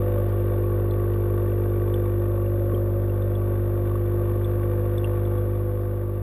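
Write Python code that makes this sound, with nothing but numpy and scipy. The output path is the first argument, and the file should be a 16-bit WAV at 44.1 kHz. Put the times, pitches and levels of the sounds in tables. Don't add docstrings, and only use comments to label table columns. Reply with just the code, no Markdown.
import sys
import numpy as np
from scipy import signal
from scipy.fft import rfft, irfft
from scipy.io import wavfile
from scipy.ndimage import uniform_filter1d

SR = 44100
rng = np.random.default_rng(int(sys.argv[2]) if len(sys.argv) > 2 else 0)


def file_out(sig):
    cols = np.atleast_2d(sig).T
    lim = np.clip(cols, -1, 1)
    pcm = np.round(lim * 32767).astype(np.int16)
    wavfile.write(sys.argv[1], SR, pcm)


N = 274302
MAINS_HZ = 50.056

# time_s, centre_hz, lift_db
EMPHASIS_PATH = [(0.05, 519.5, 9.5), (.3, 455, 5), (.6, 444.5, 10.5), (2.0, 444.7, 10), (2.2, 535, 0.5),
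                 (2.5, 562.5, 10.5), (3.9, 564.6, 1.5), (4.35, 500.6, -0.5), (4.8, 476, 7.5),
                 (5.3, 499.5, 5), (6.2, 476, 4)]


def undb(db):
    return 10 ** (np.asarray(db) / 20)


def unit(x):
    return x / np.sqrt(np.mean(x ** 2))


def curves(table):
    time_s, *columns = np.transpose(table)
    return [np.interp(np.arange(N) / SR, time_s, column) for column in columns]


def walk(rate_hz):
    step = int(SR / rate_hz)
    held = np.repeat(rng.standard_normal(N // step + 1), step)
    return unit(uniform_filter1d(uniform_filter1d(held, step), step)[:N])


def coloured_noise(points):
    hz, db = np.transpose(points)
    bins_hz = np.arange(N // 2 + 1) * SR / N
    gain = undb(np.interp(np.log(bins_hz + 1), np.log(hz), db))
    return unit(irfft(rfft(rng.standard_normal(N)) * gain, N))


def resonate(x, modes):
    out = 0
    for hz, width, db in modes:
        b, a = signal.iirpeak(hz, hz / (width * np.pi / 2), fs=SR)
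        out = out + undb(db) * signal.lfilter(b, a, signal.lfilter(b, a, x))
    return out


def place(sound, start_s):
    return np.pad(sound, (int(start_s * SR), N))[:N]


def ring(start_s, peak_db, hz, t60_s, rise_s):
    age = np.arange(SR // 4) / SR
    shape = (1 - np.exp(-(age / rise_s) ** 2)) * np.exp(-np.log(1000) * age / t60_s)
    return place(undb(peak_db) * shape / shape.max() * np.sin(2 * np.pi * hz * age), start_s)


def burst(samples, t60_s):
    age = np.arange(samples) / SR
    return rng.standard_normal(samples) * np.exp(-np.log(1000) * age / t60_s)


def hum(turns, fade_db, waver_db=0.88, waver_cycles=0.024, lag_cycles=0.02986, emphasis_width_hz=31.4):
    # mains_multiple, base_level_db
    harmonics = [(1, -29.2), (2, -22.5), (3, -42), (4, -40), (5, -42.5), (6, -46.5), (7, -30), (8, -40.5),
                 (9, -49.5), (10, -39), (11, -46.5), (12, -51), (13, -65), (14, -52)]
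    # time_s, gain_db
    seventh_swell = [(.2, -1.4), (1.3, 1.24), (2.7, 0.58), (3.45, -1.8), (4.05, 1.5), (5.6, -1.8)]
    centre_hz, lift_db = curves(EMPHASIS_PATH)
    swell_db, = curves(seventh_swell)
    out = 0
    for k, base_db in harmonics:
        looseness = (k / 10) ** 2
        emphasis_db = lift_db * np.exp(-((k * MAINS_HZ - centre_hz) / emphasis_width_hz) ** 2 / 2)
        level_db = base_db + fade_db + emphasis_db + swell_db * (k == 7)
        level_db += looseness * waver_db * walk(12)
        phase = k * turns - lag_cycles * k ** 2 + looseness * waver_cycles * walk(8.9)
        out = out - np.sqrt(2) * undb(level_db) * np.sin(2 * np.pi * phase)
    return out


def burble(fade_db, base_db=-51, follow=.3, flutter_hz=130):
    centre_hz, lift_db = curves(EMPHASIS_PATH)
    angle = 2 * np.pi * np.cumsum(centre_hz) / SR
    flutter = walk(flutter_hz) * np.cos(angle) + walk(flutter_hz) * np.sin(angle)
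    return unit(flutter) * undb(base_db + fade_db + follow * lift_db)


def scrape(turns, stroke_db=3, scatter_db=1.0, grain_db=1.5, decay_turns=0.27, rub=.6):
    force = undb(scatter_db * rng.standard_normal(int(turns[-1]) + 1))[turns.astype(int)]
    pressure = rub + undb(stroke_db) * force * np.exp(-(turns % 1) / decay_turns)
    return pressure * rng.standard_normal(N) * undb(grain_db * walk(600))


def chatter(turns, fade_db, housing_db=-1, drone_db=-42, surge_db=7, surge_s=0.55):
    # time_s, force_db
    force_path = [(.1, -42.5), (.7, -45), (1.3, -45), (2.0, -45), (2.2, -46), (3.0, -47.5), (3.8, -45.5),
                  (4.5, -45), (5.2, -44), (5.6, -47.5), (6.2, -50)]
    # pitch_hz, width_hz, gain_db
    housing_modes = [(875, 56, -3.5), (1138.3, 67, 2.5), (1378, 200, -14), (1490, 140, -11),
                     (1789, 100, -11), (2292, 150, -17), (2753, 110, -19), (2878, 130, -29),
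                     (3314, 47, -22), (3530, 130, -22)]
    # pitch_hz, width_hz, gain_db
    tank_modes = [(522.5, 41, 1), (561.3, 26, 1), (686, 30, -10)]
    force_db, = curves(force_path)
    water_damping = signal.butter(8, 4300, fs=SR, output="sos")
    housing = unit(signal.sosfilt(water_damping, resonate(scrape(turns), housing_modes)))
    tank = unit(resonate(scrape(turns), tank_modes))
    settling_db = surge_db * np.exp(-(np.arange(N) / SR / surge_s) ** 2)
    return housing * undb(force_db + housing_db) + tank * undb(drone_db + fade_db + settling_db)


def flow(fade_db, base_db=-38):
    # frequency_hz, density_db
    spectrum = [(15, -29), (40, -11), (80, -6), (180, -6), (250, -10), (310, -4.5), (365, 1), (450, -7),
                (600, -8.5), (760, -16.5), (1400, -20), (3000, -48.5), (5000, -49.5), (6200, -65.5)]
    return coloured_noise(spectrum) * undb(base_db + fade_db)


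def grit(t60_s=0.079):
    # start_s, peak_db
    specks = [(.2885, -58), (1.134, -59), (2.215, -66), (4.980, -60), (5.8155, -62)]
    band = signal.butter(2, [3000, 5500], "bandpass", fs=SR, output="sos")
    out = np.zeros(N)
    for start_s, peak_db in specks:
        click = signal.sosfilt(band, burst(SR // 20, t60_s))
        out += place(undb(peak_db) * click / np.abs(click).max(), start_s)
    return out


def bubbles(echo_db=-10, echo_t60_s=0.071):
    # start_s, peak_db, pitch_hz
    ticks = [(.9085, -47, 3460), (.9090, -51, 4080), (1.134, -51, 3000), (1.939, -42, 3080),
             (1.9405, -40, 3440), (2.462, -49.5, 2780), (2.7457, -43, 3160), (3.095, -51, 2770),
             (3.2226, -48, 3580), (3.3523, -44.5, 3400), (4.4452, -40.5, 3480), (4.9802, -38, 3530),
             (4.9806, -60, 5400), (5.0432, -33, 2770), (5.0442, -44, 3200), (5.252, -48, 3480),
             (5.379, -51, 3380)]
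    direct = sum(ring(*tick, t60_s=.022, rise_s=.001) for tick in ticks)
    walls = burst(SR // 10, echo_t60_s)
    echo = signal.fftconvolve(direct, walls / np.linalg.norm(walls))[:N]
    return direct + undb(echo_db) * echo


def knocks():
    # start_s, peak_db
    hits = [(1.878, -33), (2.720, -35.5), (3.913, -34.5), (3.954, -33), (4.609, -34.5)]
    return sum(ring(*hit, hz=1120, t60_s=0.034, rise_s=.002) for hit in hits)


def fish_thump(start_s=2.727):
    # peak_db, pitch_hz, t60_s
    modes = [(-21.5, 362, 0.11), (-26, 185, 0.043), (-27, 262, 0.033), (-27, 440, 0.043)]
    return sum(ring(start_s, *mode, rise_s=0.0063) for mode in modes)


def scene():
    # time_s, gain_db
    fade_path = [(0, -1), (5.4, -1.5), (5.8, -3.5), (6.22, -5)]
    fade_db, = curves(fade_path)
    turns = MAINS_HZ * np.arange(N) / SR
    scrape_turns = turns + .2
    pump = hum(turns, fade_db) + burble(fade_db) + chatter(scrape_turns, fade_db)
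    return (pump + flow(fade_db) + grit() + bubbles() + knocks() + fish_thump())[None]


def record(dry, whine_gain_db=2.5, carrier_hz=12000, hiss_db=-72, top_hz=14100):
    # frequency_hz, density_db
    hiss_spectrum = [(6000, -30.5), (8000, -8), (10500, -1.0), (12000, -3.5), (14000, -16.0)]
    t = np.arange(N) / SR
    from_edge_s = np.minimum(t, t[::-1])
    dry = dry * np.sin(np.pi / 2 * np.minimum(from_edge_s / .001, 1)) ** 2
    slope = np.diff(dry, prepend=dry[:, :1])
    whine = undb(whine_gain_db) * slope * np.cos(2 * np.pi * carrier_hz * t)
    hiss = undb(hiss_db) * coloured_noise(hiss_spectrum)
    lowpass = signal.ellip(8, .2, 70, top_hz, fs=SR, output="sos")
    return signal.sosfilt(lowpass, dry + whine + hiss)


dry = scene()
out = record(dry)
file_out(out)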